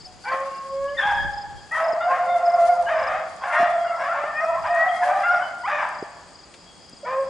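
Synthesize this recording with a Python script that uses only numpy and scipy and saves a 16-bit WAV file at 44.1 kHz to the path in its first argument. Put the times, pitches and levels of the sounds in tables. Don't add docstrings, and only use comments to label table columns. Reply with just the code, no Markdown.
import sys
import numpy as np
from scipy import signal
from scipy.fft import rfft, irfft, next_fast_len
from scipy.io import wavfile
from scipy.ndimage import uniform_filter1d

SR = 44100
rng = np.random.default_rng(int(sys.argv[2]) if len(sys.argv) > 2 else 0)


def rack_gain(trim_db):
    fader = np.asarray(trim_db, float)
    return 10 ** (fader / 20)


def generate_wav(signal):
    frames = np.transpose(np.atleast_2d(signal))
    scaled = np.clip(frames, -1, 1) * 32767
    pcm = np.round(scaled).astype(np.int16)
    wavfile.write(sys.argv[1], SR, pcm)


N = 321489
T = np.arange(N) / SR

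# frequency in Hz, level in dB per Hz.
WOODS = [(24, -23.5), (40, -1.5), (737, -3), (1950, -12), (3280, -15.5), (3960, -17.5), (4790, -5.5),
         (5790, -19.5), (6830, -14.5), (10700, -33), (11500, -46), (15000, -67), (22000, -120)]
WOODS_DB = -49
# time in seconds, peak in dB, seconds to drop 20 dB.
GUSTS = [
    (0, -61, 0.5),
    (.85, -57, 0.2),
    (1.08, -47.5, 0.03),
    (1.25, -42.5, 0.26),
    (1.55, -50.5, 0.1),
    (2.3, -57.5, 0.01),
    (2.65, -60.5, 0.12),
    (3.02, -49, 0.25),
    (4.62, -53, 0.1951),
]
# time in seconds, peak in dB, seconds to drop 20 dB.
RUSTLES = [
    (.385, -66.5, 0.45),
    (1.09, -64, 0.32),
    (1.76, -64, 0.2254),
    (2.3, -67.5, 0.39),
    (2.66, -59.5, 0.25),
    (3.59, -63, 0.46),
    (4.71, -76, 0.87),
    (5.07, -64, 0.28),
    (5.29, -71, 0.7),
]
CALM_BREEZE_DB, CALM_LEAVES_DB = -78.5, -77.5
# centre in Hz, width in Hz, level in dB, pulses per second, pulse depth from 0 to 1, swell in dB.
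CHORUS = [
    (3289, 66, -64.5, 29, 0.3, 4),
    (4900, 370, -63, 4.4, 0.9, 4),
    (6824, 480, -66.5, 49.5, 0.9, -1),
    (7712, 740, -65, 26, 0.2, 2),
    (177, 26, -62.5, 9, 0.03, 0.5),
]
# start in seconds, peak in dB, pitch in Hz.
CHIRPS = [(0.2346, -41.5, 4500), (1.062, -44, 5090), (1.3314, -39, 5005), (1.8395, -38.5, 5030),
          (2.4542, -38.5, 5080), (2.9876, -40.5, 5020), (4.6214, -44, 4880), (5.2732, -44.5, 4900),
          (5.9424, -43, 4860), (6.348, -43.5, 4844), (6.8843, -43.5, 4890), (3.96, -47.5, 5000),
          (4.363, -49, 5100), (5.61, -45, 4900)]
# start in seconds, peak in dB, pitch in Hz.
LONE_PULSES = [(0.0, -41, 4540), (0.0094, -42.5, 5020), (0.04, -40, 4560), (0.0546, -38, 5076),
               (0.5478, -46, 4960), (0.5759, -43, 4925), (7.198, -46.5, 4846), (2.955, -46.5, 5000),
               (4.962, -47, 4900), (5.003, -45, 4900), (5.193, -47, 4940), (5.813, -47, 4950)]
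PULSE_GAP_S, PULSE_S, PULSE_GROW_DB = 0.041, 0.019, 1

# time in seconds, pitch in Hz, effort in dB, mouth opening (0 shut, 1 open).
THIN_HOUND = [
    [(.05, 739.2, -52.5, 0.47), (.085, 736, -47, 0.24), (.19, 727, -66, 0.03)],
    [(.78, 1640, -51, 0.8), (.9, 1693, -35, .88), (.96, 1713, -43, 0.8)],
    [(4.8, 770, -34.5, 0.4), (4.86, 790.8, -26, 0.33), (4.93, 776, -38.5, .35)],
    [(5.06, 768.9, -26.5, 0.29), (5.14, 790, -24.5, 0.52), (5.27, 800.6, -29, 0.53),
     (5.38, 789.2, -32.5, 0.41)],
    [(5.41, 1508, -38, 1.21), (5.44, 1504, -32.5, 1.27), (5.54, 1496, -49, 1.14)],
]
DEEP_HOUND = [
    [(0.255, 471.5, -38.5, 0.75), (0.285, 515.7, -26.5, 0.84), (0.34, 534.4, -22.5, 0.5),
     (0.46, 543.4, -22, 0.47), (0.62, 543.3, -30, 0.56), (0.68, 545, -36.5, 0.63),
     (0.745, 542.6, -20.5, 0.4), (0.89, 561.8, -19.5, 0.46), (0.965, 578.1, -26.5, 0.4)],
    [(2.07, 507.9, -37, 0.88), (2.11, 526.7, -20.5, 0.61), (2.15, 545.1, -22, 0.75), (2.2, 530.5, -34, 0.5),
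     (2.3, 528.7, -32.5, 0.31), (2.62, 520.2, -35, 0.43), (2.85, 524.8, -36, 0.2)],
    [(3.98, 536.6, -36, 0.72), (4.04, 561.1, -39, 0.78), (4.25, 581.4, -29, 0.15), (4.33, 598, -35.5, 0.81),
     (4.39, 620.6, -25, 0.98), (4.42, 634.3, -24.5, 0.7), (4.47, 650.4, -31, 0.65), (4.6, 657, -36.5, 0.6)],
    [(4.7, 621.4, -34.5, .95), (4.83, 639.2, -23, .97), (4.93, 669, -36, 0.95)],
    [(7.04, 449, -50, 0.87), (7.065, 489.8, -29, .5), (7.11, 521.6, -24, 0.43), (7.2, 541.7, -17, 0.26),
     (7.29, 538.5, -31, 0.29)],
]
HIGH_HOUND = [
    [(0.965, 1841, -41.5, 1.1), (0.992, 1755, -25, 1.24), (1.035, 1640, -21, 1.298),
     (1.105, 1663, -24.5, 1.18), (1.185, 1647, -22.5, 1.158), (1.315, 1644, -33.5, 1.204)],
    [(1.02, 800, -20.5, 0.232), (1.105, 828.2, -20.5, 0.395), (1.2, 821.4, -28.5, 0.5),
     (1.5, 824.3, -43.5, 0.44)],
    [(1.71, 640.7, -33.5, 0.96), (1.77, 642.3, -31, 0.962), (1.83, 653, -19, 0.322),
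     (1.99, 673.9, -23, 0.23)],
    [(2.0, 687.3, -24.5, 0.753), (2.07, 709.3, -19, 0.295), (2.17, 704.9, -24.5, 0.447),
     (2.33, 692.4, -22, 0.446), (2.45, 697, -28, 0.494), (2.58, 696.7, -28.5, 0.45)],
    [(3.45, 714.3, -27, 0.293), (3.54, 693.6, -26, 0.994), (3.6, 692.2, -15.5, 0.355),
     (3.65, 689, -20, .35), (3.76, 684, -23, 0.282), (3.94, 677.3, -25, 0.534), (4.04, 673, -20.5, 0.32)],
    [(5.23, 676.8, -24, 1.046), (5.26, 690, -24, 0.782), (5.35, 708.9, -18, 0.618), (5.6, 724.3, -56, 0.52)],
]
LEAD_HOUND = [
    [(2.57, 685.1, -23, 0.22), (2.588, 687.4, -13.5, 0.21), (2.662, 687.3, -15, 0.22),
     (2.688, 717.4, -22.5, 0.17), (2.696, 714.7, -15.5, 0.27), (2.756, 688.9, -21, 0.23),
     (2.792, 715.2, -27, 0.27), (2.84, 689.8, -31.5, 0.1), (2.87, 703, -42.5, 0)],
    [(2.89, 666.5, -33.5, 0.3), (2.924, 642.6, -21, 0.27), (3.0, 639.5, -21.5, 0.33), (3.01, 639, -36, 0),
     (3.022, 629.4, -19.5, 0.22), (3.04, 651, -38.5, 0.22), (3.054, 635.3, -22.5, 0.33),
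     (3.086, 709.5, -32.5, 0.19), (3.12, 708, -27.5, 0.25)],
    [(4.68, 661.3, -31, 0.2), (4.718, 703.2, -17.5, 0.23), (4.762, 672.4, -19.5, 0.22),
     (4.836, 661.3, -22, 0.28), (4.85, 758.4, -29, 0.1), (4.878, 714.5, -20, 0.29),
     (4.89, 756.6, -25.5, 0.21), (4.904, 706.1, -27, 0.24), (4.98, 693, -31, 0.16)],
    [(4.985, 703.7, -32.5, 0.37), (4.999, 717.4, -21, 0.25), (5.033, 710.9, -17.5, 0.24),
     (5.109, 727.8, -18.5, 0.28), (5.131, 716.4, -27, 0.16), (5.183, 735.3, -30.5, 0.08),
     (5.213, 710.8, -24.5, 0.13), (5.219, 707, -40, 0.15), (5.24, 755, -30.5, 0.2)],
    [(4.41, 650, -30, .3), (4.445, 665, -15.5, .3), (4.462, 664.3, -31.5, 0.4), (4.5, 664.9, -15.5, 0.29),
     (4.527, 665.8, -27.5, 0.4), (4.553, 665.3, -16.5, 0.34), (4.585, 654.2, -30, 0.4),
     (4.61, 664, -37.5, .3)],
    [(2.335, 691.1, -25.5, 0.24), (2.365, 691.4, -14, 0.21), (2.385, 694, -27, 0.19), (2.445, 696, -17, .2),
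     (2.465, 697.1, -24, 0.22), (2.485, 697.3, -12, 0.21), (2.522, 697.3, -24, .2),
     (2.55, 697, -11.5, 0.21), (2.575, 690, -26, 0.32)],
]
THIN_WOBBLE = [.006, .0015, .02, .02, .005]
DEEP_WOBBLE = [.0015, .013, .008, .007, .004]
HIGH_WOBBLE = [.016, .014, .016, .014, .014, .011]
LEAD_WOBBLE = 0.007
THIN_FALL_DB = [31, 30.6, 23.5, 16.16, 25.5]
DEEP_FALL_DB = [52, 29.5, 27.9, 50, 26.25]
HIGH_FALL_DB = [30, 39.8, 29.7, 21.03, 21.6, 24.06]
LEAD_FALL_DB = [20.18, 24, 25.9, 23.8, 24, 24]
BELOW_MOUTH_DB, DEEP_BELOW_DB = 5.5, 11
LEAK_DB, LEAK_FALL_DB = -43, 5
SHUT_HZ, OPEN_OCTAVES = 500, 2
# frequency in Hz, gain in dB.
HEAD = [(500, 0.5), (1100, -1), (1700, -0.5), (2200, -0.5), (2900, -9.5), (3600, -12.5), (5000, -25.5),
        (9000, -60)]

ECHO_DB, ECHO_T60_S, ECHO_TREBLE_T60_S, ECHO_RISE_S = -5, 1.3, 1.0, 0.0038
ECHO_LIKENESS, TREBLE_LIKENESS = 0.927, 0.28

# start in seconds, attack in seconds, hold in seconds, effort in dB, brightness in dB per resonance.
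HOARSE = [(0.234, 0.0577, 0.0443, -29, 0), (.97, 0.0266, 0.1086, -36, 4), (1.699, 0.0743, 0.05, -27, -1.5),
          (1.831, 0.0343, 0.394, -31.5, -6.5), (2.3, 0.108, 0.442, -32.5, -5),
          (2.088, 0.0205, 0.05, -29.5, -1), (2.862, 0.0304, 0.1573, -29.5, 1),
          (3.03, 0.0535, 0.0807, -27.5, -.5), (3.4, 0.039, 0.0746, -28, -2),
          (3.49, 0.0475, 0.106, -23.5, -1), (3.697, 0.064, 0.214, -38, -5.5),
          (3.971, 0.0497, 0.0523, -25, -2), (4.1, 0.049, 0.1213, -28, -2), (4.347, 0.06, 0.175, -34, -2.5),
          (4.621, 0.0287, 0.039, -29, -0.5), (4.72, 0.043, 0.113, -27, -3), (5.0, 0.026, 0.177, -26.5, -3),
          (5.25, 0.0897, 0.04, -27, -2.5), (5.66, 0.019, 0.0755, -27.5, 1),
          (5.759, 0.0295, 0.0464, -25, -1), (7.041, 0.0337, 0.063, -35, -0.5)]
# centre in Hz, width in Hz, gain in dB.
THROAT = [(796.1, 204.8, 1.5), (1120, 808, -8.5), (1548, 675, 1), (2500, 1900, -13.5)]
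# centre in Hz, width in Hz, gain in dB.
RASP = [(3473, 1200, -22.5), (5640, 2400, -28)]
THROAT_TOP_HZ = 2800
BARK_START_DB, BARK_RELEASE_S, BARK_RELEASE_DB, BARK_DULLING_DB_PER_S = -22.5, 0.1623, -19, 9

# start
# in seconds, length in seconds, first pitch in Hz, last pitch in Hz, level in dB.
SQUEALS = [(.254, .04, 801.7, 1021, -29.5), (0.241, 0.0262, 1437, 1660, -34.5),
           (.275, 0.0345, 1529, 1611, -29.5), (.968, 0.026, 1888, 1782, -26),
           (1.023, 0.185, 945.7, 894.8, -27.5), (2.008, .035, 3588, 3608, -43.5),
           (2.277, 0.0903, 3600, 3561, -44), (2.865, 0.0365, 1632, 1748, -23),
           (2.856, 0.046, 2935, 3080, -39), (3.408, 0.048, 1058, 1059, -29.5),
           (0.253, 0.059, 2294, 2362, -33.5), (3.846, 0.021, 1466, 1402, -28.5),
           (4.005, 0.059, 1500, 1889, -29.5), (4.161, 0.041, 1120, 1053, -25.5),
           (4.471, 0.105, 977.4, 988, -27.5), (4.558, 0.0415, 1032, 1210, -23),
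           (4.643, 0.037, 984, 1013, -22.5), (4.821, 0.065, 1091, 1176, -26.5),
           (4.882, 0.0387, 3200, 3300, -37), (5.022, .03, 1700, 1655, -21.5),
           (5.401, 0.0376, 1463, 1516, -22.5), (5.634, 0.0446, 972, 1498, -22.5),
           (5.637, 0.0355, 1942, 2600, -31), (6.659, 0.0695, 3269, 3260, -50),
           (7.03, 0.0283, 575, 700, -29), (.451, 0.178, 2744, 2770, -54.5), (2.004, .07, 2857, 2825, -44.5),
           (2.29, 0.097, 2105, 2102, -36.5), (2.562, 0.0293, 1083, 1170, -27.5),
           (3.411, .05, 3280, 3282, -50), (3.511, 0.188, 2750, 2800, -39), (3.521, 0.058, 2080, 2049, -28),
           (3.551, 0.069, 3400, 3435, -43.5), (3.781, 0.088, 3244, 3265, -46.5),
           (4.691, 0.0995, 2500, 2492, -41), (4.901, 0.152, 2103, 2195, -38),
           (4.921, .08, 3265, 3265, -43.5), (5.231, .09, 2745, 2838, -39.5),
           (5.637, 0.0307, 2950, 3345, -45), (5.711, 0.1095, 2471, 2312, -33.5),
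           (3.86, .12, 2100, 2080, -38.5), (4.26, .09, 1790, 1760, -32.5), (4.4, .19, 2500, 2500, -43),
          (3.86, .06, 2800, 2790, -43.5), (1.75, 0.058, 3200, 3150, -45.5), (2.09, .04, 2700, 2550, -42),
          (3.06, .14, 760, 800, -30.5), (4.09, .1, 1500, 1400, -33), (3.96, 0.14, 1000, 1200, -32.5),
          (7.05, .03, 2250, 2350, -40), (7.055, .02, 1800, 1900, -39.5), (7.07, .09, 2350, 2550, -44),
           (.974, .03, 3650, 3440, -27.5), (.986, .024, 1780, 1620, -13), (1.0, .05, 3480, 3150, -33),
          (1.03, .1, 3450, 3350, -38), (1.14, .13, 3290, 3300, -38.5), (.99, .03, 5300, 5100, -45.5),
          (1.165, .1, 4950, 4960, -46), (.945, .02, 2050, 2150, -42), (0.88, .02, 2900, 3200, -43),
          (1.0, .12, 2450, 2400, -41), (3.56, .1, 5450, 5500, -49.5), (3.56, .1, 4100, 4150, -49.5),
          (3.97, .08, 5550, 5500, -54), (5.28, .14, 5550, 5600, -52), (4.4, .08, 5800, 5500, -54),
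          (3.6, .2, 3480, 3450, -50.5), (1.56, .06, 3290, 3290, -50.5), (.27, .04, 2800, 3200, -48),
          (4.37, .06, 1800, 2200, -29)]
SQUEAL_WOBBLE_HZ = 28

# time in seconds, peak
# in dB, pitch in Hz.
KNOCKS = [(0.342, -36.5, 450), (1.055, -32, 150), (1.249, -31, 170), (1.524, -38, 150.3),
          (1.933, -32.5, 477), (3.598, -33, 410), (3.605, -31, 245.7), (3.629, -29, 260.4),
          (4.237, -37, 448), (5.186, -42, 339), (6.026, -24.5, 406), (6.934, -40.5, 199)]
# time in seconds, peak in dB.
DRIPS = [(0.403, -36.5), (0.842, -41.5), (1.7189, -36.5), (2.481, -38.5), (2.7543, -39), (3.3625, -40.5),
         (3.472, -42), (4.134, -41), (5.688, -43.5), (4.7495, -35), (5.89, -38), (6.8958, -37.5)]
# start in seconds, length in seconds, pitch in Hz, effort in dB, mouth opening (0 to 1).
YELPS = [
    (2.96, 0.216, 533.4, -29, 0.45),
    (3.52, 0.206, 625.7, -23.5, 0.89),
    (4.071, 0.25, 685.9, -30.5, 0.72),
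    (5.04, 0.208, 588.6, -26, 0.3),
    (5.689, 0.165, 597.5, -28, 0.5),
]
YELP_ATTACK_S, YELP_START_DB, YELP_SAG_DB_PER_S, YELP_RISE_PER_S, YELP_CLOSE = 0.0488, -10, 74, 0.0505, 0.11
YELP_WOBBLE, YELP_FALL_DB = 0.016, 23.5
BUZZ_HZ, BUZZ_WIDTH_HZ, BUZZ_DB = 8480, 400, -61
BUZZ_FIRST_S, BUZZ_EVERY_S, BUZZ_S = 3.068, 0.228, 0.088
TWIG_S, TWIG_DB = 6.54, -31.5
# frequency in Hz, left minus right in dB.
MIC_TILT = [(40, 1.5), (150, 2), (400, -2.5), (1100, 0.5), (2200, 3), (6500, 3.5), (11000, -2)]
TOP_HZ = 11050


def unit(x):
    return x / np.sqrt(np.mean(x ** 2))


def shaped(x, gain):
    size = next_fast_len(x.shape[-1])
    hz = np.maximum(np.fft.rfftfreq(size, 1 / SR), 1)
    return irfft(rfft(x, size) * gain(hz), size)[..., :x.shape[-1]]


def resonance(x, hz, width):
    return shaped(x, lambda f: 1 / (1 + ((f - hz * hz / f) / width) ** 2))


def walk(rate, size=N):
    k = max(int(SR / rate), 1)
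    steps = np.repeat(rng.standard_normal(size // k + 2), k)
    return 1.3 * uniform_filter1d(uniform_filter1d(steps, k), k)[:size]


def stereo(likeness):
    mid, side = rng.standard_normal((2, N))
    c = np.clip(likeness, -1, 1)
    opposite = side * np.array([[1], [-1]])
    return (np.sqrt(1 + c) * mid + np.sqrt(1 - c) * opposite) / np.sqrt(2)


def add(out, s, sound):
    i = max(int(s * SR), 0)
    out[..., i:i + len(sound)] += sound[:N - i]


def swells(events, calm_db):
    return rack_gain(calm_db) + sum(rack_gain(db - 20 * abs(T - s) / drop_s) for s, db, drop_s in events)


def hush():
    hz, db = np.transpose(WOODS)
    noise = shaped(stereo(0.735), lambda f: rack_gain(np.interp(np.log(f), np.log(hz), db)))
    return rack_gain(WOODS_DB) * unit(noise)


def breeze():
    buffets = stereo(-0.65) * rack_gain(4 * np.tanh(walk(20)))
    rumble = shaped(buffets, lambda f: 1 / (1 + (26 / f) ** 3) / (1 + (f / 75) ** 1.7))
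    return rack_gain(9.0) * swells(GUSTS, CALM_BREEZE_DB) * unit(rumble)


def leaves():
    grains = stereo(0.32) * rack_gain(5.4 * np.tanh(walk(50)) + 2.79 * rng.exponential(size=N))
    crackle = shaped(grains, lambda f: 1 / (1 + (2500 / f) ** 2) / (1 + (f / 7000) ** 2))
    return rack_gain(13.0) * swells(RUSTLES, CALM_LEAVES_DB) * unit(crackle)


def insect_choruses():
    out = np.zeros((2, N))
    for hz, width, db, rate, depth, swell_db in CHORUS:
        strokes = np.cumsum(rate * (1 + 0.0497 * walk(4.1))) / SR
        pulse = 1 + depth * np.sin(2 * np.pi * strokes)
        level = rack_gain(db + swell_db * np.tanh(walk(4.7)))
        likeness = 0.7 if hz > 1000 else 0.2
        out += level * pulse * unit(resonance(stereo(likeness), hz, width))
    return out


def cricket_chirps():
    out = np.zeros(N)
    u = np.arange(int(PULSE_S * SR)) / (PULSE_S * SR)
    triples = [(s + k * PULSE_GAP_S, db + (k - 2) * PULSE_GROW_DB, hz) for s, db, hz in CHIRPS for k in range(3)]
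    for s, db, hz in triples + LONE_PULSES:
        swell = np.sin(np.pi * u) ** 0.54 * rack_gain(2.5 * walk(300, size=len(u)))
        falling_hz = hz * (1.035 - 0.075 * u ** 1.5)
        add(out, s, rack_gain(db) * swell * np.sin(2 * np.pi * np.cumsum(falling_hz) / SR))
    return out


def unroll(table, fade_s):
    s, *columns = np.transpose(table)
    at = np.arange(int(s[0] * SR), min(int(s[-1] * SR), N))
    end = s[-1] + (s[-1] > 7.28)
    fade = np.clip(np.minimum(at / SR - s[0], end - at / SR) / fade_s, 0, 1)
    return at, [np.interp(at / SR, s, c) for c in columns], fade


def mouth_db(hz, opening, fall_db, below_db):
    octaves = np.log2(hz / SHUT_HZ) - OPEN_OCTAVES * opening
    head_hz, head_db = np.transpose(HEAD)
    head = np.interp(np.log(hz), np.log(head_hz), head_db)
    leak = LEAK_DB - LEAK_FALL_DB * (octaves - 2)
    return head + np.minimum(below_db * octaves, np.maximum(-fall_db * octaves, leak))


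def bays(calls, wobbles, falls_db, below_db):
    out = np.zeros(N)
    for call, wobble, fall_db in zip(calls, wobbles, falls_db):
        at, (hz, effort_db, opening), fade = unroll(call, fade_s=0.01335)
        n = len(at)
        shake = walk(89.63, size=n) + 0.2496 * walk(22.305, size=n) + 1.3335 * walk(330, size=n)
        phase = 2 * np.pi * np.cumsum(hz * (1 + wobble * shake)) / SR
        flutter_db = 0.5775 + 109.3 * wobble
        voice = np.zeros(n)
        for k in range(1, 6):
            db = effort_db + mouth_db(k * hz, opening, fall_db, below_db)
            voice += rack_gain(db + flutter_db * k ** 0.5 * walk(34.93, size=n)) * np.sin(k * phase)
        out[at] += rack_gain(4.5) * fade * voice
    return out


def trunks(dry):
    t = T[:SR + SR // 2]
    low = shaped(stereo(ECHO_LIKENESS)[:, :len(t)], lambda f: 1 / (1 + (f / 1500) ** 2))
    high = shaped(stereo(TREBLE_LIKENESS)[:, :len(t)], lambda f: 1 / (1 + (1500 / f) ** 2))
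    tail = low * rack_gain(-60 * t / ECHO_T60_S) + high * rack_gain(-60 * t / ECHO_TREBLE_T60_S)
    tail = tail * (1 - np.exp(-t / ECHO_RISE_S))
    tail = unit(tail) / np.sqrt(len(t))
    return rack_gain(ECHO_DB) * signal.fftconvolve(dry[None], tail, axes=1)[:, :N]


def bark(s, attack, hold, db, bright_db):
    after = np.array([0, attack, attack + hold, attack + hold + BARK_RELEASE_S])
    effort = db + np.array([BARK_START_DB, 0, 0, BARK_RELEASE_DB])
    brightness = bright_db - BARK_DULLING_DB_PER_S * after
    return np.transpose([s + after] + [effort + k * brightness for k in range(len(THROAT))])


def hoarse_barks():
    out = np.zeros(N)
    for row in HOARSE:
        at, dbs, fade = unroll(bark(*row), fade_s=0.0163)
        n = len(at)
        scoop = 1 - 0.3 * np.exp(-(at - at[0]) / SR / 0.04)
        stagger = 1 + 0.11 * np.tanh(walk(35, size=n)) + 0.07 * walk(400, size=n)
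        cycles = np.cumsum(600 * scoop * stagger) / SR
        slaps = np.diff(np.floor(cycles), prepend=0) * rack_gain(2.5 * rng.standard_normal(n))
        scatter = rfft(rng.standard_normal(512) * np.exp(-np.arange(512) / 130))
        slaps = signal.fftconvolve(slaps, irfft(scatter / abs(scatter)))[:n]
        for hz, width, gain_db in RASP:
            rasp = resonance(resonance(slaps, hz, width), hz, width)
            out[at] += fade * rack_gain(dbs[2] + gain_db) * unit(rasp)
        slaps = shaped(slaps, lambda f: 1 / (1 + (540 / f) ** 24 + (f / THROAT_TOP_HZ) ** 9))
        for db, (hz, width, gain_db) in zip(dbs, THROAT):
            out[at] += fade * rack_gain(db + gain_db) * unit(resonance(slaps, hz, width))
    return out


def squeals():
    out = np.zeros(N)
    for s, length, hz0, hz1, db in SQUEALS:
        u = np.arange(int(length * SR)) / (length * SR)
        glide = hz0 + (hz1 - hz0) * u ** 2.2
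        wobble = SQUEAL_WOBBLE_HZ * max(hz0 / 2000, 1) ** 1.1 * walk(260, size=len(u))
        tone = np.sin(2 * np.pi * np.cumsum(glide + wobble) / SR)
        add(out, s, rack_gain(db) * np.sin(np.pi * u) ** 0.5 * tone)
    return out


def without_rumble(x):
    return shaped(x, lambda f: 1 / (1 + (130 / f) ** 3))


def camera_knocks():
    out = np.zeros(N)
    t = T[:SR // 40]
    for s, db, hz in KNOCKS:
        add(out, s, 2.936 * rack_gain(db) * np.sin(2 * np.pi * hz * t) * np.exp(-t / 0.0027))
    return without_rumble(out)


def drips():
    out = np.zeros(N)
    t = T[:SR // 40]
    for s, db in DRIPS:
        add(out, s, rack_gain(db) * rng.standard_normal(len(t)) * np.exp(-t / 0.0023))
    return 1.22 * resonance(out, 7500, 6000)


def yelp(s, length, hz, db, opening):
    held = length - YELP_ATTACK_S
    end_hz = hz * (1 + YELP_RISE_PER_S * held)
    return [(s, hz, db + YELP_START_DB, opening + YELP_CLOSE),
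            (s + YELP_ATTACK_S, hz, db, opening),
            (s + length, end_hz, db - YELP_SAG_DB_PER_S * held, opening - YELP_CLOSE)]


def yelps():
    calls = [yelp(*row) for row in YELPS]
    return bays(calls, [YELP_WOBBLE] * len(calls), [YELP_FALL_DB] * len(calls), BELOW_MOUTH_DB)


def bush_cricket():
    beat = ((T - BUZZ_FIRST_S) % BUZZ_EVERY_S < BUZZ_S) * (T > BUZZ_FIRST_S)
    soft_beat = uniform_filter1d(1.0 * beat, size=200)
    teeth = np.maximum(np.sin(2 * np.pi * 85 * T), 0) + 0.55
    level = rack_gain(BUZZ_DB + 1.0 * (T - 6.5))
    return soft_beat * teeth * level * unit(resonance(stereo(0.39), BUZZ_HZ, BUZZ_WIDTH_HZ))


def twig():
    out = np.zeros(N)
    t = T[:SR // 40]
    snap = rng.standard_normal(len(t)) * np.exp(-t / 0.0078)
    add(out, TWIG_S, rack_gain(TWIG_DB) * resonance(snap, 1820, 3600))
    return without_rumble(out)


def scene():
    pack = bays(THIN_HOUND, THIN_WOBBLE, THIN_FALL_DB, BELOW_MOUTH_DB)
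    pack += bays(DEEP_HOUND, DEEP_WOBBLE, DEEP_FALL_DB, DEEP_BELOW_DB)
    pack += bays(HIGH_HOUND, HIGH_WOBBLE, HIGH_FALL_DB, BELOW_MOUTH_DB)
    pack += bays(LEAD_HOUND, [LEAD_WOBBLE] * len(LEAD_HOUND), LEAD_FALL_DB, BELOW_MOUTH_DB)
    pack += rack_gain(-3.5) * hoarse_barks() + squeals() + yelps()
    hounds = rack_gain(-0.5) * pack + trunks(pack)
    insects = insect_choruses() + cricket_chirps() + bush_cricket()
    taps = camera_knocks() + drips() + twig()
    return hounds + insects + taps + hush() + breeze() + leaves()


def top_cut(x):
    return signal.sosfilt(signal.butter(12, 12360, fs=SR, output="sos"), x)


def record(dry):
    hz, db = np.transpose(MIC_TILT)

    def tilt(f):
        sides = rack_gain(np.interp(np.log(f), np.log(hz), db) * np.array([[0.5], [-0.5]]))
        return sides / (1 + 30 * (f > TOP_HZ) + (f / 12300) ** 200)

    rounded = np.tanh(1.2477 * dry) / 1.356
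    return top_cut(shaped(rounded, tilt))


dry = scene()
out = record(dry)
generate_wav(out)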